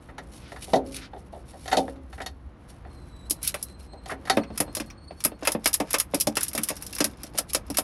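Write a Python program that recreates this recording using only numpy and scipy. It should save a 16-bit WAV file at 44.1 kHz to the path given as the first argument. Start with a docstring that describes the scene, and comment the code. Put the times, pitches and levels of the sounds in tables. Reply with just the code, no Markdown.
"""In a small equipment compartment a ratchet strap is hooked to a steel bracket and cranked tight, close to the microphone.
The hook knocks, slack webbing hisses through the spool, then sprung pawls snap over the teeth in quick strokes
and the taut strap passes thuds into the wooden floor. Something hums far off and a faint thin whistle wavers.
Bursts of force ring filters shaped like the metal and boards; shaped noise makes the hiss, rub, air and hum,
and two sines make the whistle."""
import sys
import numpy as np
from scipy import signal
from scipy.fft import rfft, irfft
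from scipy.io import wavfile

SR = 44100
rng = np.random.default_rng(int(sys.argv[2]) if len(sys.argv) > 2 else 0)


def digitize_waveform(pressure):
    """Quantize a signal to 16-bit integers and store it at the path in sys.argv[1].

    Rows of a 2-D input are taken as channels; values are limited to [-1, 1].
    """
    field = np.atleast_2d(pressure).T
    bounded = np.clip(field, -1, 1)
    quanta = np.round(bounded * 32767).astype(np.int16)
    wavfile.write(sys.argv[1], SR, quanta)


N = 345372
TIME = np.arange(N) / SR

# Table levels are relative: each layer is trimmed again where it is mixed.
# Jolts that the strap passes into the floor. Each row: start in seconds, thump in dB, body in dB.
JOLTS = [(3.3066, -45.5, -42), (3.5435, -51.5, -35.5), (4.3715, -24.5, -20.5), (4.503, -42.5, -44),
         (4.6031, -33.5, -28.5), (4.679, -47, -45), (4.7679, -44, -37), (4.8015, -34, -41),
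         (5.108, -53, -41), (5.251, -34.5, -33), (5.3179, -49, -43), (5.4245, -44, -36),
         (5.4732, -43.5, -27), (5.5496, -30, -29), (5.6576, -37, -30.5), (5.8013, -32, -26),
         (5.9409, -43, -29), (6.137, -32, -26), (6.2709, -29, -24), (6.3698, -39, -34.5),
         (6.5487, -40, -35.5), (6.579, -36.5, -46), (6.7035, -40.5, -34), (7.0056, -28, -28),
         (7.045, -40, -35.5), (7.238, -47, -48.5), (7.3474, -48, -43), (7.3881, -49, -34.5),
         (7.5485, -60, -30.5), (7.7009, -35.5, -39.5), (7.7846, -38.5, -28.5)]
# Swings of the handle, each winding on a little webbing.
# Each row: middle in seconds, length in seconds, webbing in dB, plate rub in dB.
HANDLE_SWINGS = [(3.468, 0.074, -36.5, -69.5), (3.632, 0.11, -48.5, -73), (3.836, 0.067, -55, -67),
                 (4.11, 0.054, -37.5, -69.5), (4.312, 0.13, -42.5, -59), (4.576, 0.097, -52, -60.5),
                 (4.8, 0.17, -63.5, -61.5), (5.219, .09, -51, -72), (5.469, 0.097, -61.5, -48),
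                 (5.677, 0.069, -43.5, -47), (5.917, 0.1, -52, -52.5), (6.178, 0.098, -45, -53.5),
                 (6.418, 0.137, -46, -52), (6.687, 0.26, -52, -53), (6.982, 0.23, -59, -53.5),
                 (7.234, 0.097, -52.5, -57.5), (7.368, 0.055, -44.5, -57), (7.518, 0.052, -40, -68),
                 (7.738, 0.12, -66, -54.5)]
# Resonances of the buckle. Each row: centre in Hz, width in Hz, lift in dB.
BUCKLE_RESONANCES = [(1673, 240, 0.5), (1970, 33, -1), (2260, 32, -1), (2900, 100, 0), (5040, 260, 4.5),
                     (5650, 130, 3), (6230, 29, 3), (6760, 72, 8), (9070, 370, 1), (10920, 1200, 0)]
# Broad colour of the buckle. Each row: frequency in Hz, level in dB.
BUCKLE_TONE = [(800, 3.5), (1600, -2), (2600, -3.5), (4000, -5.5), (5200, -3), (7000, -8.5), (9000, -1.5),
               (10500, 4), (11400, 4), (12300, -5.5), (13500, -17), (16000, -22.5)]


def ratchet():
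    """A pawl drops off a tooth with a bright tick; harder snaps and jolts also ring the side plates and the frame."""
    # Pawls and handle snapping on the ratchet wheel.
    # Each row: start in seconds, frame clack in dB, plate ring in dB, pawl tick in dB.
    clicks = [(3.2983, -56, -36, -29), (3.3075, -68, -24.5, -20.5), (3.4292, -52, -40.5, -32),
              (3.4473, -55, -45, -32.5), (3.475, -46, -26, -21), (3.5422, -28.5, -41, -34),
              (3.627, -67, -40.5, -28), (4.3699, -27.5, -41, -38.5), (4.4352, -40.5, -60, -69),
              (4.5763, -35, -32, -29), (4.6025, -27.5, -26, -20), (4.7506, -38, -31.5, -29),
              (4.768, -38, -33.5, -33.5), (4.7996, -31.5, -35.5, -41), (4.901, -44, -55, -60),
              (5.204, -45, -42.5, -47), (5.239, -38.5, -31.5, -26), (5.249, -27, -26, -17),
              (5.451, -29, -43, -35.5), (5.4729, -18, -21.5, -22.5), (5.5193, -40, -30.5, -26.5),
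              (5.6432, -53, -37, -37), (5.6577, -18.5, -19.5, -23), (5.6737, -50, -26, -22),
              (5.7306, -57, -28, -28), (5.7406, -36, -23, -18), (5.8008, -31, -33.5, -35.5),
              (5.9067, -39.5, -36, -31), (5.9308, -38, -34, -24), (5.9409, -20, -21.5, -25.5),
              (5.9845, -46, -31, -26.5), (5.9995, -30, -24, -19), (6.1445, -33.5, -27.5, -25),
              (6.2005, -56, -30, -26), (6.2085, -41, -22, -19.5), (6.27, -40, -24.5, -29.5),
              (6.3545, -47, -37, -35.5), (6.3691, -22, -24, -25.5), (6.408, -43, -35, -29.5),
              (6.4316, -38.5, -32.5, -21), (6.4816, -54, -36, -30), (6.532, -43, -42, -35),
              (6.5504, -39, -29.5, -31), (6.5775, -27, -33, -27), (6.634, -45, -30, -23.5),
              (6.687, -33, -28, -25.5), (6.7035, -34, -39, -36), (6.7655, -61, -46, -41.5),
              (6.823, -44, -44, -35.5), (6.865, -68, -39, -38), (6.927, -57, -39.5, -41),
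              (6.9506, -54, -38, -34.5), (6.984, -34, -35, -32), (7.0042, -22.5, -20, -31),
              (7.0424, -30.5, -22, -21.5), (7.233, -47, -39.5, -38.5), (7.3762, -38, -29, -37),
              (7.3848, -30.5, -22.5, -21.5), (7.533, -40, -35, -26), (7.5473, -26, -20, -23.5),
              (7.7011, -42, -38, -36.5), (7.7706, -30, -23.5, -23.5), (7.7841, -28, -22, -20.5)]
    start, clack_db, ring_db, tick_db = np.transpose(clicks)
    jolt_start, _, jolt_db = np.transpose(JOLTS)
    frame = ringing(BUCKLE_TONE, BUCKLE_RESONANCES, lo_hz=1090, hi_hz=3230, patchy_db=2.5)
    plates = ringing(BUCKLE_TONE, BUCKLE_RESONANCES, lo_hz=3380, hi_hz=7680, patchy_db=2)
    spring_tone = [(4300, -32), (5200, -6.5), (5650, 0.5), (6100, -9), (7200, -29.5)]
    spring = ringing(spring_tone, BUCKLE_RESONANCES)
    pawl = ringing(BUCKLE_TONE, BUCKLE_RESONANCES, lo_hz=7300, hi_hz=17000, patchy_db=1.5)

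    # every jolt shakes the frame too, a little under its body level
    frame_start = np.r_[start, jolt_start]
    frame_db = np.r_[clack_db, jolt_db - 6.5]
    clack = blows(frame_start, frame_db, frame, t60=0.081, crack=0.23, crack_s=0.024, push=0.057)
    ring = blows(start, ring_db, plates, t60=0.063, crack=0.11, crack_s=0.0021, contact=0.00025)
    # the pawl spring pings near 5.6 kHz; its level in dB rises half as fast as the plate ring
    ping_db = ring_db / 2 - 23.5
    ping = blows(start, ping_db, spring, t60=0.066, crack=0.29, crack_s=0.0033, contact=0.00055)
    tick = blows(start, tick_db, pawl, t60=0.077, crack=1.0, crack_s=0.0038, contact=0.000072)
    return undb(-1.5) * clack + undb(-1) * ring + ping + undb(1.37) * tick


def handle_rub():
    """As the handle swings its steel plates stick and slip in tiny steps that ring the buckle, and loose parts tick."""
    middle, length, _, rub_db = np.transpose(HANDLE_SWINGS)
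    swing = movements(middle, length, rub_db)
    slips = rng.standard_normal(N) * undb(1.8 * walk(350)) * swing
    rub = resonate(slips, BUCKLE_TONE, BUCKLE_RESONANCES, lo_hz=1100, hi_hz=6200, patchy_db=3.5)

    # ticks at uneven gaps, 1/28 s nominal, around 7 dB over the rub's gain
    gaps, sizes = rng.uniform(-0.83, 1, size=(400, 2)).T
    start = middle[0] + np.cumsum(1 + gaps) / 28
    tick_db = 20 * np.log10(np.interp(start, TIME, swing)) + 7 + 6 * sizes
    heard = (start < TIME[-1]) & (tick_db > -70)
    loose = ringing(BUCKLE_TONE, BUCKLE_RESONANCES, lo_hz=3500, hi_hz=15000, patchy_db=-2.5)
    rattle = blows(start[heard], tick_db[heard], loose, t60=.06, crack=.8, crack_s=.003)
    return undb(0.5) * rub + rattle


def floor_thuds():
    """The taut strap jerks the load and the boards under it; the tension damps them quickly."""
    # Broad colour of the strapped load and floor. 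Each row: frequency in Hz, level in dB.
    floor_tone = [(100, -3.5), (160, -5.5), (280, -7.5), (600, -6), (900, -13), (1400, -21)]
    # Their resonances. Each row: centre in Hz, width in Hz, lift in dB.
    floor_resonances = [(187.4, 13, 7.5), (219.8, 23.5, 11.5), (293.2, 56, 14), (553, 14, 5),
                        (614, 110, 2.5), (910, 17, 2.5)]
    start, thump_db, body_db = np.transpose(JOLTS)
    boards = ringing(floor_tone, floor_resonances, lo_hz=130, hi_hz=430)
    load = ringing(floor_tone, floor_resonances, lo_hz=400, hi_hz=1080)
    thump = blows(start, thump_db, boards, t60=.1, crack=0.15, crack_s=.012, push=0.43, span=0.013)
    body = blows(start, body_db, load, t60=.1, crack=0.033, crack_s=0.012, push=0.5, span=0.023)
    return undb(4.0) * thump + undb(1.0) * body


def hook():
    """The steel hook drags and knocks on its bracket, which is screwed to hollow boards."""
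    # Hook and loose buckle knocking about.
    # Each row: start in seconds, body in dB, clank in dB, scrape in dB, contact time in seconds.
    knocks = [(0.086, -52, -50.5, -70, 0.0073), (0.1804, -45.5, -42, -45, 0.003),
              (0.5185, -42, -47.5, -50, .001), (0.561, -55, -45, -52, 0.00069),
              (0.6755, -43.5, -62, -65, 0.0061), (0.7332, -15.5, -34, -30.5, 0.0018),
              (0.755, -27, -48, -34.5, 0.003), (1.1323, -40, -55, -78, 0.0021),
              (1.162, -45, -64, -81, .004), (1.326, -41, -65, -80, 0.016), (1.346, -44, -65, -82, 0.0065),
              (1.532, -45, -60, -67, 0.0031), (1.657, -45, -49, -46, 0.00056),
              (1.678, -46, -38.5, -37, 0.0013), (1.714, -33, -31.5, -31, .018),
              (1.728, -24.5, -26.5, -28, 0.0008), (1.7687, -20, -54, -24.5, 0.0019),
              (1.781, -26.5, -49, -34.5, 0.0013), (1.879, -38, -48, -73, 0.0006),
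              (1.958, -51.5, -63, -64, .004), (2.128, -57, -49, -52, .0008),
              (2.1793, -45.5, -44.5, -64, 0.0013), (2.2029, -41, -38.5, -51, 0.00032),
              (2.217, -45.5, -48, -41.5, .0007), (2.2615, -45.5, -42.5, -33, 0.00092),
              (2.849, -49, -55, -82, 0.00076), (3.9331, -44, -68, -62, 0.00032),
              (4.0583, -45, -50.5, -45, 0.00081), (4.094, -48, -37.5, -56, 0.0016),
              (4.1116, -33.5, -34.5, -51, 0.0019), (4.2531, -52, -50.5, -46.5, .0006),
              (4.2717, -54, -40, -50, 0.0022), (4.2976, -25.5, -22.5, -19.5, 0.00052)]
    # Broad colour of the hook and bracket. Each row: frequency in Hz, level in dB.
    hook_tone = [(120, 2.5), (300, 1), (700, 10.5), (1100, -4.5), (2000, -9.5), (4500, -16.5),
                 (7000, -25.5), (8500, -31), (11000, -25), (12500, -42), (16000, -61)]
    # Their resonances. Each row: centre in Hz, width in Hz, lift in dB.
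    hook_resonances = [(266.2, 22, 9.5), (402, 30, 5.5), (472, 21, 3), (547, 5.1, 6.5), (613, 29, 1.5),
                       (744, 73, 3.5), (774, 19, 6), (893, 55, 4), (1388, 76, 6), (1720, 35, 7.5),
                       (1904, 190, 9.5), (3060, 63, 1.5), (3580, 40, 10), (4050, 90, 0.5), (4400, 170, 3.5),
                       (5000, 110, 1.5), (6440, 40, 3.5)]
    start, body_db, clank_db, scrape_db, contact = np.transpose(knocks)
    boards = ringing(hook_tone, hook_resonances, lo_hz=162, hi_hz=483)
    hollow = ringing(hook_tone, hook_resonances, lo_hz=490, hi_hz=940)
    bracket = ringing(hook_tone, hook_resonances, lo_hz=1023, hi_hz=2740, patchy_db=3)
    steel = ringing(hook_tone, hook_resonances, lo_hz=3620, hi_hz=4050)
    edge = ringing(hook_tone, hook_resonances, lo_hz=3500, hi_hz=13950, patchy_db=4)

    # the boards answer every knock
    thump = blows(start, body_db - 4.5, boards, t60=0.3, crack=0.56, crack_s=0.019,
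                  push=0.35, contact=contact, span=0.0022)
    body = blows(start, body_db, hollow, t60=0.16, crack=1.2, crack_s=0.0068,
                 push=0.15, contact=contact, span=0.045)
    # the metal takes up the force in half the contact time
    clank = blows(start, clank_db, bracket, t60=0.098, crack=0.51, crack_s=0.0012,
                  contact=contact / 2, span=0.026)
    # the hook itself sings near 3.8 kHz
    song = blows(start, body_db - 24, steel, t60=0.059, crack=0.56, crack_s=0.0062,
                 contact=contact / 2, span=0.027)
    scrape = blows(start, scrape_db, edge, t60=0.082, crack=0.93, crack_s=0.0044,
                   contact=contact / 2, span=0.019)
    return thump + undb(-2.6) * body + undb(1.77) * clank + song + undb(-3.0) * scrape


def webbing():
    """Woven threads catch and slip on the metal: a grainy hiss, which buzzes when the ribs pass quickly."""
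    # Slack webbing drawn through the buckle and the hand.
    # Each row: middle in seconds, length in seconds, level in dB.
    draws = [(0.44, 0.45, -56), (0.712, 0.12, -46.5), (0.966, 0.15, -43), (1.21, 0.13, -61),
             (1.534, 0.26, -54.5), (1.72, 0.17, -42), (1.916, 0.13, -61.5), (2.19, .15, -59),
             (2.715, 0.11, -60), (3.142, 0.88, -64)]
    # Quick tugs that buzz the weave over the spool. Each row: middle in seconds, length in seconds, level in dB.
    tugs = [(0.47, 0.13, -45), (0.982, .035, -38), (1.038, 0.063, -36.5)]
    # Broad colour of the webbing. Each row: frequency in Hz, level in dB.
    webbing_tone = [(710, -32.5), (1200, 8), (1540, 10.5), (1660, 4.5), (2530, 6.5), (2760, 3), (2950, 3.5),
                    (4600, 3.5), (5530, 2.5), (6230, 0), (7490, -1.5), (11100, 7.5), (16000, -48)]
    middle, length, wind_db, _ = np.transpose(HANDLE_SWINGS)
    resting = undb(-75)  # the webbing shifts in the hand all the time
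    sliding = movements(*np.transpose(draws)) + movements(middle, length, wind_db) + resting
    grain = undb(1.07 * walk(420) + 1.55 * walk(30))
    slide = resonate(grain * rng.standard_normal(N) * sliding, webbing_tone, lo_hz=2060, patchy_db=3.5)

    rib_hz = 260 * (1 + 0.037 * walk(18))
    # one impulse for each rib that passes, scaled to unit power
    ribs = np.diff(np.floor(np.cumsum(rib_hz) / SR), prepend=0) * np.sqrt(SR / rib_hz)
    rasp = 0.29 * ribs + 0.38 * rng.standard_normal(N)
    pull = resonate(rasp * movements(*np.transpose(tugs)), webbing_tone, lo_hz=1370, hi_hz=5170)
    return undb(-6.5) * slide + undb(-1.5) * pull


def whistle():
    """A faint, thin note, two sines an octave apart, that flutters in level and wavers in pitch."""
    # The note comes in two stretches. Each row: time in seconds, pitch in Hz, level in dB.
    whistle_path = [(2.82, 4530, -87), (2.9, 4260, -65), (3.018, 4080, -61), (3.22, 3900, -60.5),
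                    (3.35, 4050, -58.5), (3.97, 4150, -61), (4.25, 4230, -77), (4.45, 4320, -61),
                    (4.75, 4230, -61.5), (5.12, 4420, -59.5), (5.4, 4360, -68)]
    s, path_hz, path_db = np.transpose(whistle_path)
    pitch_hz = np.interp(TIME, s, path_hz) * (1 + .005 * walk(600))
    phase = 2 * np.pi * np.cumsum(pitch_hz) / SR
    level = undb(np.interp(TIME, s, path_db, left=-120, right=-120) + 1.4 * walk(60))
    return undb(-2.5) * level * (np.sin(phase) + undb(-9.5) * np.sin(2 * phase))


def outdoors():
    """Soft open air over a distant, unsteady hum, both noise shaped by broad colours."""
    # Broad colour of the air. Each row: frequency in Hz, level in dB.
    air_tone = [(12, -58), (20, -12.5), (49, 1.5), (77, -1.5), (127, -2.5), (347, -8), (422, -19),
                (472, -11), (542, -15), (1090, -18.5), (4060, -38.5), (7110, -51), (10800, -86.5),
                (13200, -83.5), (16000, -85)]
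    # Level of the distant hum. Each row: time in seconds, level in dB.
    hum_level = [(0.0, -52), (0.7, -49), (2.6, -45.5), (5.1, -47.5), (5.7, -53), (6.7, -54.5), (7.83, -48)]
    air = resonate(rng.standard_normal(N), air_tone, lo_hz=30) * undb(0.5 * walk(2.57))
    hum_tone = [(40, -9.5), (60, 1), (90, -5.0)]
    hum_resonances = [(59.0, 36, 4.7), (72.5, 10, 3.2)]
    hum = resonate(rng.standard_normal(N), hum_tone, hum_resonances, lo_hz=44, hi_hz=86)
    return undb(-48.0) * air + hum * curve(hum_level)


def compartment(x, t60, lo_hz, hi_hz):
    """The hollow space keeps one band of a sound ringing: a decaying noise tail, band-passed."""
    t = TIME[:SR]
    tail = rng.standard_normal(SR) * undb(-60 * t / t60) * (1 - np.exp(-t / .01))
    wet = signal.fftconvolve(x, tail / np.linalg.norm(tail))[:N]
    band = signal.butter(2, [lo_hz, hi_hz], "band", fs=SR, output="sos")
    return signal.sosfilt(band, wet)


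def blows(times, dbs, body, t60, crack, crack_s, push=0, contact=0, span=0.0061, size=16384):
    """A push, a dense crack and a scatter of reflections ring the body; dbs set the RMS of the first span seconds."""
    out = np.zeros(N + size)
    t = TIME[:size]
    body = rfft(body, size)
    fade = undb(-60 * t / t60) * (1 + crack * np.exp(-t / crack_s))
    for start, db, rise in zip(times, dbs, contact + np.zeros(len(times))):
        # a longer contact softens the onset
        shape = fade * (1 - np.exp(-(t + 1 / SR) / max(rise, 1 / SR)))
        force = rng.standard_normal(size) * shape / np.linalg.norm(shape)
        force[0] += push
        blow = irfft(rfft(force) * body)
        i = int(start * SR)
        out[i:i + size] += blow * undb(db) / np.sqrt(np.mean(blow[t < span] ** 2))
    return out[:N]


def ringing(colour, modes=(), lo_hz=15, hi_hz=20000, patchy_db=0, size=16384):
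    """Causal impulse response of unit power: a broad colour, lifted at each resonance, between two steep edges."""
    f = np.maximum(np.arange(size // 2 + 1) * SR / size, 1)
    points = np.array(colour)
    db = np.interp(np.log(f), np.log(points[:, 0]), points[:, 1])
    for hz, width, lift in modes:
        db = db + lift / (1 + (2 * (f - hz) / width) ** 2)
    # countless minor resonances roughen the response, the same for every blow
    db = db + patchy_db * np.interp(f / 55, np.arange(512), rng.standard_normal(512))
    gain = undb(db) / np.sqrt((1 + (lo_hz / f) ** 8) * (1 + (f / hi_hz) ** 8))
    # folding the cepstrum gives minimum phase, so nothing sounds ahead of the blow
    cepstrum = irfft(np.log(gain + gain.max() * 1e-5))[:size // 2]
    cepstrum[1:] *= 2
    response = irfft(np.exp(rfft(cepstrum, size)))
    return response / np.linalg.norm(response)


def resonate(x, colour, modes=(), **edges):
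    """Passes a running sound through a resonant body."""
    return signal.fftconvolve(x, ringing(colour, modes, **edges))[:N]


def movements(middles, lengths, dbs):
    """Gain over time of hand movements that each swell and die away, 9 dB weaker at their two ends."""
    return sum(undb(db - 9 * np.minimum((2 * (TIME - middle) / length) ** 2, 10))
               for middle, length, db in zip(middles, lengths, dbs))


def walk(rate):
    """Smooth chance that takes a new value rate times a second."""
    knots = rng.standard_normal(size=8192)
    return 4.2 * np.interp(TIME * rate, np.arange(len(knots)), knots)


def curve(rows):
    """Gain over time from rows of seconds and dB."""
    return undb(np.interp(TIME, *np.transpose(rows)))


def undb(db):
    """Decibels to gain."""
    return 10 ** (np.asarray(db) / 20)


def scene():
    """The strap works within arm's reach inside the compartment, over the whistle, the air and the hum."""
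    cranking = ratchet() + handle_rub() + floor_thuds()
    knocking = hook()
    boom = undb(-7.5) * compartment(knocking, t60=0.99, lo_hz=207, hi_hz=330)
    after_ring = undb(-16.5) * compartment(cranking, t60=0.21, lo_hz=263, hi_hz=2040)
    strap = cranking + knocking + boom + after_ring + webbing()
    return (strap + whistle() + outdoors())[None]


def record(dry):
    """The recorder rounds the loudest peaks and cuts the top above 15.8 kHz."""
    ceiling = .8  # full scale is 1
    rounded = ceiling * np.tanh(dry / ceiling)
    top_cut = signal.ellip(8, .2, 70, 15800, fs=SR, output="sos")
    return signal.sosfilt(top_cut, rounded)


dry = scene()
out = record(dry)
digitize_waveform(out)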